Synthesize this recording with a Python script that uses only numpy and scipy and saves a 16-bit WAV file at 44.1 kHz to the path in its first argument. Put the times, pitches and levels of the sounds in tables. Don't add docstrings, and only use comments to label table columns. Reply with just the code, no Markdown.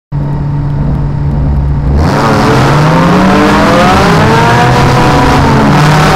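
import sys
import numpy as np
from scipy import signal
from scipy.fft import rfft, irfft
from scipy.io import wavfile
from scipy.ndimage import uniform_filter1d

SR = 44100
rng = np.random.default_rng(int(sys.argv[2]) if len(sys.argv) > 2 else 0)


def waveform_to_disk(signal):
    frames = np.transpose(np.atleast_2d(signal))
    scaled = np.clip(frames, -1, 1) * 32767
    samples = np.round(scaled).astype(np.int16)
    wavfile.write(sys.argv[1], SR, samples)


N = 271215
TIME = np.arange(N) / SR
LAUNCH_S = 1.83


def amp(db):
    return 10 ** (np.asarray(db) / 20)


def unit(x):
    return x / np.sqrt(np.mean(x ** 2) + 1e-20)


def curves(rows):
    t_s, *columns = np.transpose(rows)
    return [np.interp(TIME, t_s, column) for column in columns]


def colour(x, spectrum, size=8192):
    hz, db = np.transpose(spectrum)
    bins_hz = abs(np.fft.fftfreq(size, 1 / SR))
    log_gain = np.log(amp(np.interp(np.log(bins_hz + 1), np.log(hz), db)))
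    response = np.exp(np.conj(signal.hilbert(log_gain)))
    taps = np.fft.ifft(response).real[:size // 2]
    return signal.oaconvolve(x, taps)[:N]


def wander(rate_hz):
    hz = np.fft.rfftfreq(N, 1 / SR)
    return unit(irfft(rfft(rng.standard_normal(N)) * np.exp(-(hz / rate_hz) ** 2), N))


def firings(hz, jitter):
    return np.cumsum(hz * (1 + jitter * wander(24.74))) / SR


def note(cycles, rms_db):
    return np.sqrt(2) * amp(rms_db) * np.sin(2 * np.pi * cycles)


def puffs(fired, decay_cycles, floor):
    return unit((floor + np.exp(-(fired % 1) / decay_cycles)) * rng.standard_normal(N))


def throttle(start_s, open_s, rise_s, fade_db_per_s):
    shut_s = np.maximum(TIME - start_s - open_s, 0)
    return np.clip((TIME - start_s) / rise_s, 0, 1) * amp(-fade_db_per_s * shut_s)


def exhaust(fired, pipe, cylinders_db, scatter_db):
    shot = np.round(fired).astype(int)
    cylinder_db = np.take(cylinders_db, shot % len(cylinders_db))
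    size = amp(cylinder_db + scatter_db * rng.standard_normal(N)[shot])
    per_sample = np.gradient(fired)
    offset_samples = (fired - shot) / per_sample
    pulses = np.sinc(offset_samples / 5) * np.exp(-(offset_samples / 12) ** 2) / (5 * per_sample)
    return colour(size * pulses - np.mean(size), pipe) / np.sqrt(2)


# t/s, level/dB
FIELD_LEVEL = [(0.12, -41), (1.0, -37.5), (1.83, -37), (1.96, -18), (2.1, -16), (2.3, -16), (2.47, -10),
               (3.0, -11.5), (3.4, -10), (4.05, -8.5), (4.55, -11.5), (4.85, -10.5), (5.36, -12),
               (5.4, -14.5), (5.7, -15.5), (5.77, -11.5), (6.15, -10)]
# f/Hz, level/dB
CLATTER_SPECTRUM = [(60, -1), (130, 14), (200, 9), (300, 2), (480, -3), (750, -5.5), (930, -7.5),
                    (1200, -10.5), (2000, -18), (3200, -31), (5200, -27), (6100, -40.5), (7200, -37.5),
                    (15000, -62)]
# f/Hz, level/dB
ROAR_SPECTRUM = [(50, -14.5), (140, 5), (260, 0.5), (400, -0.5), (650, -4.5), (950, -1), (1400, -5.5),
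                 (2000, -13), (3000, -19), (5000, -18), (6500, -27), (15000, -44.5)]


def field(revver_fired, droner_fired):
    level_db, = curves(FIELD_LEVEL)
    idler_fired = firings(np.full(N, 47.5), jitter=0.028)
    clatter = puffs(idler_fired, decay_cycles=0.95, floor=1)
    clatter += puffs(droner_fired / 4, decay_cycles=0.98, floor=1)
    gas = puffs(revver_fired, decay_cycles=0.54, floor=0.48)
    launch = np.interp(TIME, [1.9, 2.1], [0, 1])
    idle = amp(np.minimum(level_db, -35) + 17.5) * unit(colour(clatter, CLATTER_SPECTRUM))
    roar = amp(level_db - 1.8 + 0.85 * wander(8.62)) * launch * unit(colour(gas, ROAR_SPECTRUM))
    return idle + roar


# t/s, level/dB
BODY_LEVEL = [(0.12, -25), (0.5, -22.5), (0.8, -18), (1.15, -17.5), (1.4, -17.5), (1.95, -19), (2.15, -32),
              (2.45, -22.5), (3.3, -18), (3.9, -16), (4.6, -28), (4.8, -14), (5.6, -20), (6.15, -18.5)]
# f/Hz, level/dB
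BODY_SPECTRUM = [(10, 6.5), (28, -10.5), (45, 6), (70, 2.5), (105, 1), (160, -15.5), (400, -41),
                 (2000, -82)]


def body_rumble():
    level_db, = curves(BODY_LEVEL)
    return amp(level_db + 0.5) * unit(colour(rng.standard_normal(N), BODY_SPECTRUM))


# t/s, firing rate/Hz, firing note/dB, 2nd order/dB
DRONER_RUN = [(0.12, 143.2, -15.5, -27), (0.8, 143.2, -14, -25), (1.9, 142.1, -13, -25),
              (2.2, 143, -13.5, -19), (2.5, 142.7, -25, -14.5), (2.85, 152, -30, -16.5),
              (3.05, 155.2, -9.5, -14.5), (3.42, 148.9, -23, -9.5), (3.82, 143.1, -29, -12.5),
              (4.05, 139.9, -14.5, -18), (4.2, 145.5, -22, -15), (4.42, 161.5, -13, -17.5),
              (4.75, 171.8, -21.5, -24), (5.0, 165.1, -21, -17), (5.18, 137, -16, -13.5),
              (5.45, 137.4, -13.5, -16.5), (5.65, 141.5, -17, -12.5), (6.15, 153.9, -24, -19.5)]
# f/Hz, gain/dB
DRONER_RESPONSE = [(150, -57), (300, -8.5), (450, -9), (650, -7.5), (920, 2.5), (1300, -5.5), (2000, -24.5),
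                   (5000, -36), (12000, -55)]


def droning_car():
    hz, note_db, octave_db = curves(DRONER_RUN)
    fired = firings(hz, jitter=0.002)
    bark = exhaust(fired, DRONER_RESPONSE, cylinders_db=[0.5, -0.5, 4.0, 1.5], scatter_db=1.9)
    load = np.interp(TIME, [1.95, 2.2], [0, 1])
    hum = note(fired, note_db - 0.2 - 0.58 * load) + note(2 * fired, octave_db - 3)
    return hum + amp(octave_db - 21 + 6.5 * load) * bark + panels(fired), fired


# f/Hz, half width/Hz, gain/dB
PANEL_MODES = [(912.4, 20, 6), (1913, 22, -10), (2970, 23, -29), (2880, 16, -19), (3810, 48, -23.5)]


def panels(fired):
    shake_db, = curves([(0.1, -39), (0.3, -31.5), (0.6, -33.5), (1.9, -34), (2.2, -27), (3, -25),
                        (3.4, -51), (4.2, -42), (6.15, -31)])
    knocks = np.diff(np.floor(fired / 4), prepend=0) * amp(1.5 * rng.standard_normal(N))
    rings = np.zeros(N)
    for hz, half_width_hz, db in PANEL_MODES:
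        mode = signal.iirpeak(hz, hz / (2 * half_width_hz), SR)
        rings += amp(db) * signal.lfilter(*mode, signal.lfilter(*mode, knocks))
    return amp(shake_db) * unit(rings)


# t/s, open/s, top firing rate/Hz, firing note/dB, overtones/dB, burble/dB
THROTTLE_BLIPS = [(0.19, 0.18, 62.5, -44, -35.5, -30), (0.76, 0.15, 61.8, -32, -31, -27),
                  (1.28, 0.25, 73, -29, -30.5, -28)]


def blipping(idle_hz=48.99, sag_hz_per_s=42, rise_s=0.027):
    hz, boom, bark, puff = idle_hz, amp(-39), amp(-42.5), amp(-42.5)
    for start_s, open_s, top_hz, boom_db, bark_db, burble_db in THROTTLE_BLIPS:
        wound_hz = np.interp(TIME, [start_s, start_s + open_s], [idle_hz, top_hz])
        hz = np.maximum(hz, wound_hz - sag_hz_per_s * np.maximum(TIME - start_s - open_s, 0))
        boom = np.maximum(boom, amp(boom_db) * throttle(start_s, open_s, rise_s, fade_db_per_s=8))
        push = throttle(start_s, open_s, rise_s, fade_db_per_s=78)
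        bark = np.maximum(bark, amp(bark_db) * push)
        puff = np.maximum(puff, amp(burble_db) * push)
    return hz, boom, bark, puff


# f/Hz, half width/Hz, gain/dB
REVVER_MODES = [(69.7, 22, 19), (123, 21, -9.5), (176.2, 13.3, 9.5), (215, 15, 8.5), (261.5, 9.5, 9),
                (360, 13, -5), (409.5, 7, 8.5), (446.7, 17.2, 8.5), (519, 26, 8.5), (644, 12.7, 6.5),
                (721.3, 27, 8.5), (810.6, 9.7, 6), (920.5, 44.4, 9.5), (978.5, 16, 2)]


def resonance_db(hz):
    grid_hz = np.arange(SR // 32)
    lift_db = sum(db * np.exp(-((grid_hz - centre_hz) / half_width_hz) ** 2)
                  for centre_hz, half_width_hz, db in REVVER_MODES)
    return np.interp(hz, grid_hz, lift_db)


# t/s, firing rate/Hz, low orders/dB, high orders/dB
REVVER_RUN = [(1.83, 60.5, -27, -39), (1.93, 67.96, -25, -40), (2.03, 80.4, -22, -28.5),
              (2.14, 103.4, -27, -32.5), (2.25, 112.2, -30, -23.5), (2.38, 105, -26, -30),
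              (2.6, 114.3, -27, -26.5), (3.4, 147.9, -18.5, -22), (3.6, 159.3, -20.5, -23),
              (3.9, 184, -18, -22), (4.4, 231.2, -23, -22), (4.62, 241.1, -21.5, -18.5),
              (4.86, 245.2, -25.5, -41), (5.37, 246.6, -24.5, -26), (5.43, 230.4, -30, -42),
              (5.61, 221.8, -26, -38), (5.77, 183.8, -27.5, -24), (6.15, 190.1, -22.5, -26)]
# t/s, jitter/fraction of speed
CRANK_JITTER = [(1.9, 0.0061), (2.1, 0.0071), (2.7, 0.0093), (3, 0.004), (5.35, .0025), (5.5, 0.012),
                (5.72, 0.014), (5.85, .01)]
SCREAM_ORDERS_DB = [0, -3, 1.5, 1.5, -2, -2, 1, -4, 0]
# f/Hz, gain/dB
REVVER_RESPONSE = [(300, -1), (550, 3.5), (760, -2), (850, -2.5), (1000, 3), (1130, 1), (1310, 2.5),
                   (1590, -7), (1705, -0.5), (1830, -25), (3000, -35)]


def revving_car(clutch_s=0.0704, overrun_hz_per_s=32.45, overrun_db=8):
    idle_hz, idle_boom, idle_bark, _ = blipping()
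    drive_hz, low_db, high_db = curves(REVVER_RUN)
    clutch = np.clip((TIME - LAUNCH_S) / clutch_s, 0, 1)
    hz = (1 - clutch) * idle_hz + clutch * drive_hz
    boom_gain = (1 - clutch) * idle_boom + clutch * amp(low_db)
    low_gain = (1 - clutch) * idle_bark + clutch * amp(low_db)
    high_gain = (1 - clutch) * idle_bark * amp(-12.5) + clutch * amp(high_db)
    fired = firings(hz, jitter=curves(CRANK_JITTER)[0])
    bark = np.zeros(N)
    for order, db in enumerate([1.2, 0.3, 2.5], 2):
        cycles = order * fired + rng.random()
        bark += low_gain * note(cycles, db + resonance_db(order * hz) + 2 * wander(9.8))
    pipe_hz, pipe_db = np.transpose(REVVER_RESPONSE)
    for order, db in enumerate(SCREAM_ORDERS_DB, 5):
        colour_db = np.interp(order * hz, pipe_hz, pipe_db) + 0.45 * resonance_db(order * hz)
        swell_db = 3.54 * wander(8.7)
        bark += high_gain * note(order * fired + rng.random(), db + colour_db + swell_db)
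    lope = 1 + 0.13 * np.sin(np.pi * fired) + 0.062 * np.sin(np.pi * fired / 2) + 0.26 * wander(82)
    slowing_hz_per_s = -uniform_filter1d(np.gradient(drive_hz), size=2048) * SR
    overrun = np.clip(slowing_hz_per_s / overrun_hz_per_s, 0, 1)
    boom = boom_gain * note(fired, resonance_db(hz) + overrun_db * overrun)
    return boom + bark * lope, fired


def burble(fired):
    *_, blip_gain = blipping()
    launch_gain = amp(-15) * throttle(LAUNCH_S, open_s=0.31, rise_s=0.31, fade_db_per_s=45)
    spectrum = [(100, -22.5), (200, 3), (260, 9.5), (330, -4), (500, -0.5), (700, -0.5), (1200, -14),
                (3000, -42.5), (9000, -77.5)]
    gas = puffs(fired, decay_cycles=0.2, floor=0.27)
    return (blip_gain + launch_gain) * unit(colour(gas, spectrum))


# t/s, level/dB
IDLE_TICKS = [(0.2309, -36), (0.2404, -40), (0.331, -33), (0.632, -43), (0.7028, -31), (0.9516, -31),
              (1.314, -33), (1.5659, -33), (1.6852, -34), (1.8206, -46), (1.8746, -32)]
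# f/Hz, gain/dB
TICK_SPECTRUM = [(500, -16), (3000, 10), (5000, 1.5), (9000, 0), (15000, -5.5)]


def ticks(decay_s=0.001):
    envelope = sum(amp(db) * (TIME >= t_s) * np.exp(-abs(TIME - t_s) / decay_s)
                   for t_s, db in IDLE_TICKS)
    return colour(envelope * rng.standard_normal(N), TICK_SPECTRUM)


# t/s, open/s, level/dB, fade/(dB/s)
THROTTLE_SNAPS = [(1.958, 0.44, -23, 62), (5.26, 0.091, -28.5, 300), (5.72, 0.51, -22.5, 60)]


def cracks(fired, rise_s=0.08):
    gain = sum(amp(db) * throttle(start_s, open_s, rise_s, fade_db_per_s)
               for start_s, open_s, db, fade_db_per_s in THROTTLE_SNAPS)
    spectrum = [(300, 1), (1000, 6), (1450, 17.5), (2100, 6), (2800, -29), (4200, 4.5), (5400, 5),
                (6400, -8), (8000, -9.5), (15000, -23)]
    gas = puffs(fired, decay_cycles=0.22, floor=0.03)
    return gain * unit(colour(gas, spectrum))


# t/s, firing rate/Hz, firing note/dB
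BOOMER_RUN = [(2.42, 126.8, -17), (2.6, 130, -12), (2.9, 158.4, -7), (3.22, 188.1, -6.5),
              (3.45, 200.2, -12), (3.82, 209.4, -10), (3.97, 197.7, -17.5), (4.12, 167.9, -7),
              (4.22, 149.1, -9.5), (4.36, 133.1, -17.5), (4.62, 126.4, -15), (4.84, 131.6, -10.5),
              (5.3, 125.2, -21), (5.5, 131.1, -19.5), (5.72, 144, -8.5), (5.9, 152.7, -7),
              (6.15, 152.2, -13)]
# f/Hz, gain/dB
BOOMER_RESPONSE = [(150, -25), (350, -2.5), (600, 1.5), (1000, -1), (1450, 0), (2500, -33), (6000, -49)]


def booming_car():
    hz, note_db = curves(BOOMER_RUN)
    fired = firings(hz, jitter=0.00282)
    bark = exhaust(fired, BOOMER_RESPONSE, cylinders_db=[-1.2, -7.0, -5.0, -0.5], scatter_db=0.5)
    bark_db = np.interp(hz, [130, 205], [-32, -22])
    boom = note(fired, note_db + 0.26 + 1.104 * wander(24))
    clutch = np.interp(TIME, [2.38, 2.48], [0, 1])
    return clutch * (boom + amp(bark_db) * bark)


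# t/s, firing rate/Hz, firing note/dB
STRAGGLER_RUN = [(3.1, 42.04, -51), (3.6, 64.25, -36), (4, 79.97, -14), (4.1, 85.66, -25), (4.2, 93, -12),
                 (4.4, 109.5, -16.5), (4.56, 119.7, -12), (4.75, 125, -18), (5, 131.2, -60)]


def straggler():
    hz, note_db = curves(STRAGGLER_RUN)
    return note(firings(hz, jitter=0.0078), note_db)


# t/s, f/Hz, level/dB
BODY_JOLTS = [(4.706, 65.2, -9), (4.872, 71, -7), (5.255, 61.6, -8), (5.385, 82.65, -6)]


def jolts(decay_s=0.041):
    thumps = np.zeros(N)
    for start_s, hz, db in BODY_JOLTS:
        age_s = np.maximum(TIME - start_s, 0)
        thumps += amp(db) * np.exp(-age_s / decay_s) * np.sin(2 * np.pi * hz * age_s)
    return thumps


# t/s, gain/dB
THROTTLE_SURGE = [(0.12, 2), (1.3, 0), (1.8, 0), (2.2, 3), (2.5, 5.5), (2.9, 2.5), (4.4, 5), (4.9, 6.5),
                  (5.45, 7), (5.65, 6.5), (5.85, 8), (6.15, 6.5)]


def scene():
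    revver, revver_fired = revving_car()
    droner, droner_fired = droning_car()
    near_car = revver + cracks(revver_fired) + burble(revver_fired)
    cars = near_car + droner + booming_car() + straggler() + field(revver_fired, droner_fired)
    body = body_rumble() + jolts()
    surge_db, = curves(THROTTLE_SURGE)
    return (amp(surge_db) * (cars + body) + ticks())[None]


def record(dry):
    start_s, fade_s = 0.118, 0.006
    ceiling, knee, cutoff_hz = 0.68, 8, 15700
    x = dry[0] * np.clip((TIME - start_s) / fade_s, 0, 1)
    flattened = x / (1 + abs(x / ceiling) ** knee) ** (1 / knee)
    curvature = np.diff(flattened, 2, prepend=[0, 0])
    harshness = np.sqrt(abs(uniform_filter1d(curvature ** 2, size=600)))
    hiss = amp(-14.5) * harshness * rng.standard_normal(N)
    low_pass = signal.firwin(1023, cutoff_hz, window=("kaiser", 9), fs=SR)
    return signal.oaconvolve(flattened + hiss, low_pass, "same")[None]


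dry = scene()
out = record(dry)
waveform_to_disk(out)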